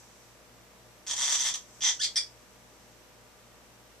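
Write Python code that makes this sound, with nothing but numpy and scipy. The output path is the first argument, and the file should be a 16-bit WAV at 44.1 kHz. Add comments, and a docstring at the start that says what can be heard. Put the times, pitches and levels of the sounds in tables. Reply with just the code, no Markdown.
"""Uncorking a bottle

A cork is twisted out of a glass bottle in a quiet living room, a couple of metres away.
It sticks and slips in the neck: one long rasp, a shorter creak, a rising squeak that breaks up,
and a last chirp as it comes free. Every slip makes the cork and neck ring.
Underneath lie room air, the brush of a sleeve and the faint hum of an appliance."""
import sys
import numpy as np
from scipy import signal
from scipy.fft import rfft, irfft
from scipy.io import wavfile
from scipy.ndimage import uniform_filter1d

SR = 44100
rng = np.random.default_rng(int(sys.argv[2]) if len(sys.argv) > 2 else 0)


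def wrap_up_sound(samples):
    """Save the sound to the file named by the first command line argument, as 16-bit audio."""
    columns = np.atleast_2d(samples).T
    # keep every value between -1 and 1, then stretch to whole-number steps
    tamed = np.clip(columns, -1, 1)
    steps = np.round(tamed * 32767).astype(np.int16)
    wavfile.write(sys.argv[1], SR, steps)


N = 176400
TIME = np.arange(N) / SR

# How the first twist moves: t/s, level/dB, slip rate/Hz
RASP_SLIPS = [(1.066, -37.5, 216), (1.11, -31.5, 158), (1.144, -41, 144), (1.155, -46.5, 134),
              (1.178, -34.5, 123.4), (1.2, -29, 137), (1.225, -28.5, 160.5), (1.26, -29.5, 154.6),
              (1.32, -26.5, 152), (1.352, -27, 220), (1.374, -36, 139), (1.40, -27, 129),
              (1.43, -31.5, 108), (1.46, -26, 261), (1.50, -32.5, 210), (1.515, -44, 160)]
# How the cork's grip colours the sound: f/Hz, gain/dB
RASP_GRIP = [(400, 2), (800, 3), (1200, -3.5), (2000, -2), (3400, 0), (4300, 0.5), (5600, 1.5),
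             (8500, -0.5), (13000, -5)]
def rasp():
    """The first, long twist: the cork catches and lets go over and over."""
    return stick_slip(RASP_SLIPS, RASP_GRIP)


# How the second twist moves: t/s, level/dB, slip rate/Hz
CREAK_SLIPS = [(1.807, -35, 181.6), (1.82, -31, 183.8), (1.845, -24.5, 228.9), (1.865, -23, 258.1),
               (1.893, -25.5, 259.8), (1.912, -32, 221.6), (1.925, -60, 180)]
# The colour of its grip: f/Hz, gain/dB
CREAK_GRIP = [(400, -13), (850, 0.5), (1200, -8), (2050, 1), (2700, -1), (3400, 3), (4600, 1), (6500, 3),
              (8300, -8.5), (13000, -9.5)]
def creak():
    """A shorter twist: the slips speed up, then slow down."""
    return stick_slip(CREAK_SLIPS, CREAK_GRIP)


# Sudden jerks of the cork: t/s, strength/dB
JERK_HITS = [(1.066, -35), (1.1105, -11), (1.134, -4.5), (1.167, -9), (1.3835, -14), (1.393, -15),
             (1.5399, -7.5), (1.5452, -5.5), (1.55, -20), (1.5551, -7.5), (1.8075, -26), (1.866, -21),
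             (1.8775, -9), (1.892, -8), (2.043, -12), (2.046, -30)]
def jerks():
    """Single hard slips, each ringing the neck like a click."""
    return ring_neck(slip_force([(t, amp(db)) for t, db in JERK_HITS]), RASP_GRIP)


# The clean, rising tone: t/s, f/Hz, level/dB
SQUEAK_TONE = [(1.992, 1394, -43), (1.999, 1486, -35), (2.006, 1692, -32.5), (2.014, 1758, -29.5),
               (2.022, 1830, -57)]
# The slips it breaks into: t/s, level/dB, slip rate/Hz
SQUEAK_SLIPS = [(2.014, -27.5, 324.8), (2.026, -28.5, 202.2), (2.046, -24.5, 198.8), (2.056, -38.5, 195),
                (2.078, -45, 182.5)]
# The colour of the grip during those slips: f/Hz, gain/dB
SQUEAK_GRIP = [(400, -9), (1100, -21.5), (1750, -7), (2200, -0.5), (3300, 0), (4400, 13), (6000, -3.5),
               (8500, -0.5), (13000, -7.5)]
def squeak():
    """The third twist: the slips lock to a pitch, then break up."""
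    return slip_tone(SQUEAK_TONE, RASP_GRIP) + stick_slip(SQUEAK_SLIPS, SQUEAK_GRIP)


# The clean tone in the chirp: t/s, f/Hz, level/dB
RELEASE_TONE = [(2.1575, 1760, -33), (2.169, 1808, -38), (2.175, 1790, -50), (2.178, 2433, -23.5),
                (2.190, 2356, -31.5), (2.198, 2360, -48)]
# The quick slips under it: t/s, level/dB, slip rate/Hz
RELEASE_SLIPS = [(2.1575, -26, 802), (2.168, -21, 717.5), (2.174, -22, 507), (2.186, -41, 445),
                 (2.195, -44, 425)]
# The colour of the grip for both: f/Hz, gain/dB
RELEASE_GRIP = [(400, -16), (1200, -15), (2250, -2.5), (2650, -13), (3400, -2.5), (4200, -1.5), (5300, 10),
                (6800, -15.5), (8600, 3), (13000, -15)]
def chirp():
    """The last twist: the tone jumps up as the cork comes free."""
    return slip_tone(RELEASE_TONE, RELEASE_GRIP) + stick_slip(RELEASE_SLIPS, RELEASE_GRIP)


def stick_slip(curve, grip, gap_scatter=0.14, scatter_db=1, max_slips=300):
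    """The cork sticks, then slips, in an uneven run that follows the curve's level and rate."""
    times, db, rate = np.transpose(curve)
    t, slips = times[0], []
    for gap, strength in rng.standard_normal((max_slips, 2)):
        if t > times[-1]:
            break
        stuck_s = np.exp(gap_scatter * gap) / np.interp(t, times, rate)
        level = amp(np.interp(t, times, db) + scatter_db * strength)
        slips.append((t, level * np.sqrt(stuck_s * SR)))  # a longer wait gives a harder slip
        t += stuck_s
    return ring_neck(slip_force(slips), grip)


def slip_force(slips, crumble_s=0.0015, crumble_share=0.48, size=400):
    """Each slip (time, gain) is one sharp kick that crumbles into a burst of tiny slips."""
    force = np.zeros(N + size)
    kick = np.sqrt(1 - crumble_share) * signal.unit_impulse(size)
    bursts = rng.standard_normal((size, size)) * np.exp(-TIME[:size] / crumble_s)
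    for (t, gain), burst in zip(slips, bursts):
        crumble = np.sqrt(crumble_share) * burst / np.linalg.norm(burst)
        start = int(t * SR)
        force[start:start + size] += gain * (kick + crumble)
    return force[:N]


def slip_tone(curve, grip, wobble_share=0.0284, db_per_octave=-3.5):
    """Fast, regular slips blend into a slightly wobbly tone with overtones."""
    times, hz, db = np.transpose(curve)
    wobble = rms_one(uniform_filter1d(rng.standard_normal(N), size=60))
    pitch = np.interp(TIME, times, hz) * (1 + wobble_share * wobble)
    phase = 2 * np.pi * np.cumsum(pitch) / SR
    force = sum(amp(db_per_octave * np.log2(k)) * np.sin(k * phase) for k in range(1, 8))
    tone = ring_neck(force, grip)
    # Even out the loudness so that the curve alone sets it.
    even = tone / np.sqrt(np.abs(uniform_filter1d(tone ** 2, size=300)) + 1e-9)
    return even * amp(np.interp(TIME, times, db)) * (TIME > times[0]) * (TIME < times[-1])


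# The pitches at which cork and neck ring: f/Hz, width/Hz, relative level/dB
NECK_RINGS = [(613, 600, -24.5), (974, 182, -11.5), (1220, 280, -11.5), (1650, 516, -10.5),
              (2015, 268, -5.5), (3224, 300, -3), (3494, 198, 2), (3793, 710, -9), (4930, 440, -4.5),
              (5450, 335, -1.5), (6100, 750, 0.5), (7550, 1700, -9), (8930, 290, -6), (10800, 15000, -19.5)]
def ring_neck(force, grip, size=4096):
    """A push makes cork and neck ring at many pitches at once, coloured by the grip."""
    kick, response = signal.unit_impulse(size), np.zeros(size)
    for k, (hz, width, db) in enumerate(NECK_RINGS):
        decay = np.exp(-np.pi * width / SR)  # wider rings die sooner
        poles = [1, -2 * decay * np.cos(2 * np.pi * hz / SR), decay ** 2]
        ring = (1 - decay ** 2) / 2 * signal.lfilter([1, 0, -1], poles, kick)
        response += (-1) ** k * amp(db) * ring
    response = colour(response, grip)[:size]
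    return convolve(force, response / np.linalg.norm(response))


# Echoes from table and walls: left delay/s, right delay/s, gain/dB
NEAR_ECHOES = [(.0016, 0.0018, -12.5), (.0034, .00336, -5), (.0066, .0067, -8)]
# How alike the room sounds on left and right: f/Hz, likeness (1 = the same)
ROOM_STEREO = [(500, 0.99), (2000, 0.64), (3500, 0.27), (6000, 0.067), (12000, 0.078)]
# How long the room takes to fade by 60 dB: f/Hz, t/s
ROOM_FADE = [(700, 0.21), (3000, 0.19), (5500, 0.21), (11000, 0.17)]
def room(x, tail_db=0.5, build_s=0.0031):
    """Sound arrives directly, then as a few echoes, then as a short wash of many."""
    noise, tail = rfft(stereo_noise(ROOM_STEREO)[:, :SR]), 0
    centres, t = np.geomspace(500, 14000, 8), TIME[:SR]
    for hz, weights in zip(centres, np.eye(len(centres))):
        band = irfft(noise * at_hz(np.transpose([centres, weights]), SR))
        fade_s = np.interp(hz, *np.transpose(ROOM_FADE))
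        tail = tail + band * amp(-60 * t / fade_s)
    tail = tail * (1 - np.exp(-t / build_s))
    response = amp(tail_db) * tail / np.linalg.norm(tail, axis=1, keepdims=True)
    response[:, 0] += 1  # the direct sound
    for left_s, right_s, db in NEAR_ECHOES:
        response[[0, 1], [int(left_s * SR), int(right_s * SR)]] += amp(db)
    return convolve(x[None], response / np.linalg.norm(response[0]))


# The colour of the room air: f/Hz, gain/dB
AIR_COLOUR = [(15, -13), (45, -2.5), (85, -5.5), (200, 1.5), (400, -0.5), (520, 0.5), (1000, -2.5),
              (2000, -5.5), (4000, -10), (6000, -9), (8000, -13), (11000, -24.5), (14000, -18)]
# How alike it is on left and right: f/Hz, likeness (1 = the same)
AIR_STEREO = [(30, 0.067), (120, 0.7), (600, 0.6), (2000, 0.18), (5000, 0.05), (12000, .05)]
def room_air(level_db=-59):
    """The air in the room makes a soft, steady rush."""
    return amp(level_db) * coloured_noise(AIR_COLOUR, AIR_STEREO)


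# How the brushing swells and fades: t/s, level/dB
SLEEVE_LEVEL = [(0, -58), (.08, -63.5), (.25, -65), (.45, -74), (1.1, -74), (1.6, -65), (1.8, -57.5),
                (2.4, -68), (2.7, -71), (2.87, -67), (3.1, -75), (4, -78)]
# The colour of the cloth: f/Hz, gain/dB
CLOTH_COLOUR = [(1000, -36), (4000, -1), (6000, 13), (8000, 8.5), (12000, -5)]
def sleeve():
    """A brushing sleeve makes a faint, high hiss."""
    level = amp(np.interp(TIME, *np.transpose(SLEEVE_LEVEL)))
    return level * coloured_noise(CLOTH_COLOUR, ROOM_STEREO)


# A motor, its octave, and the mains hum that beats against that octave: f/Hz
HUM_PITCHES = [58.3, 116.55, 120]
# How loud each is: level/dB
HUM_LEVELS = [-70, -71.5, -75.5]
# How far each runs ahead on the left and behind on the right: phase/rad
HUM_SHIFTS = [0.52, 0.24, .2]
# The tones of the motor's whine: f/Hz, level/dB
WHINE_TONES = [(175, -99), (195, -80), (238, -78.5), (350, -77.5), (470, -75), (505, -76), (608, -74.5),
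               (865, -84), (972, -78.5), (1187, -78.5)]
def appliance(wander_rad=1.36):
    """A distant motor gives a throbbing hum and a faint, unsteady whine."""
    sides, tones = np.array([[1], [-1]]), 0
    for hz, db, shift in zip(HUM_PITCHES, HUM_LEVELS, HUM_SHIFTS):
        tones += amp(db) * np.cos(2 * np.pi * hz * TIME + shift * sides)
    for hz, db in WHINE_TONES:
        walk = np.cumsum(rng.standard_normal(24))
        wander = np.interp(TIME, np.linspace(0, TIME[-1], len(walk)), walk)
        tones += amp(db) * np.sin(2 * np.pi * hz * TIME + wander_rad * wander)
    return np.sqrt(2) * tones


def amp(db):
    """Turn decibels into a gain."""
    return 10 ** (np.asarray(db) / 20)


def rms_one(x):
    """Scale a sound to an average power of one."""
    return x / np.sqrt(np.mean(x ** 2) + 1e-20)


def at_hz(points, size):
    """Read a table at every frequency of a spectrum, on a log scale."""
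    hz, value = np.transpose(points)
    return np.interp(np.log(np.fft.rfftfreq(size, 1 / SR) + 1), np.log(hz), value)


def convolve(x, response):
    """Let every sample of a sound set off the response."""
    return signal.fftconvolve(x, response, axes=-1)[..., :N]


def colour(x, points, size=8192):
    """Turn frequencies up or down as the table says."""
    cepstrum = irfft(np.log(amp(at_hz(points, size))))
    # Fold the filter so that nothing rings before the sound starts.
    cepstrum[1:size // 2] *= 2
    cepstrum[size // 2 + 1:] = 0
    return convolve(x, irfft(np.exp(rfft(cepstrum))))


def stereo_noise(likeness):
    """White noise whose left and right are as alike as the table says."""
    mid, side = rfft(rng.standard_normal((2, N)))
    alike = np.clip(at_hz(likeness, N), -1, 1)
    spectrum = np.sqrt(1 + alike) * mid + np.sqrt(1 - alike) * side * np.array([[1], [-1]])
    return rms_one(irfft(spectrum, N))


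def coloured_noise(points, likeness):
    """Stereo noise with the given colour and a power of one."""
    return rms_one(np.array([colour(side, points) for side in stereo_noise(likeness)]))


def scene():
    """The cork's four twists and its jerks sound in the room, over the quiet background."""
    cork = rasp() + creak() + jerks() + squeak() + chirp()
    return room(cork) + room_air() + sleeve() + appliance()


# The colour of the left microphone opening: f/Hz, gain/dB
LEFT_MIC = [(1000, 2.5), (3500, 1.5), (5000, -0.5), (5900, -1.5), (6800, -0.5), (7700, 6.5), (8700, 0.5),
            (10000, 0), (14000, -4.5)]
# The colour of the right one: f/Hz, gain/dB
RIGHT_MIC = [(1000, 1.5), (3500, 1.5), (5000, 1), (5900, 4.5), (6500, 1.5), (7200, -2), (8200, -11),
             (10000, -12), (14000, -20)]
def record(dry, hiss_db=-63, cutoff_hz=14250):
    """Each opening colours its side, the amplifier hisses, and the highest treble is cut."""
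    heard = np.array([colour(dry[0], LEFT_MIC), colour(dry[1], RIGHT_MIC)])
    hiss = amp(hiss_db) * rng.standard_normal((2, N))
    treble_cut = signal.ellip(12, .1, 80, cutoff_hz, fs=SR, output="sos")
    return signal.sosfilt(treble_cut, heard + hiss)


dry = scene()
out = record(dry)
wrap_up_sound(out)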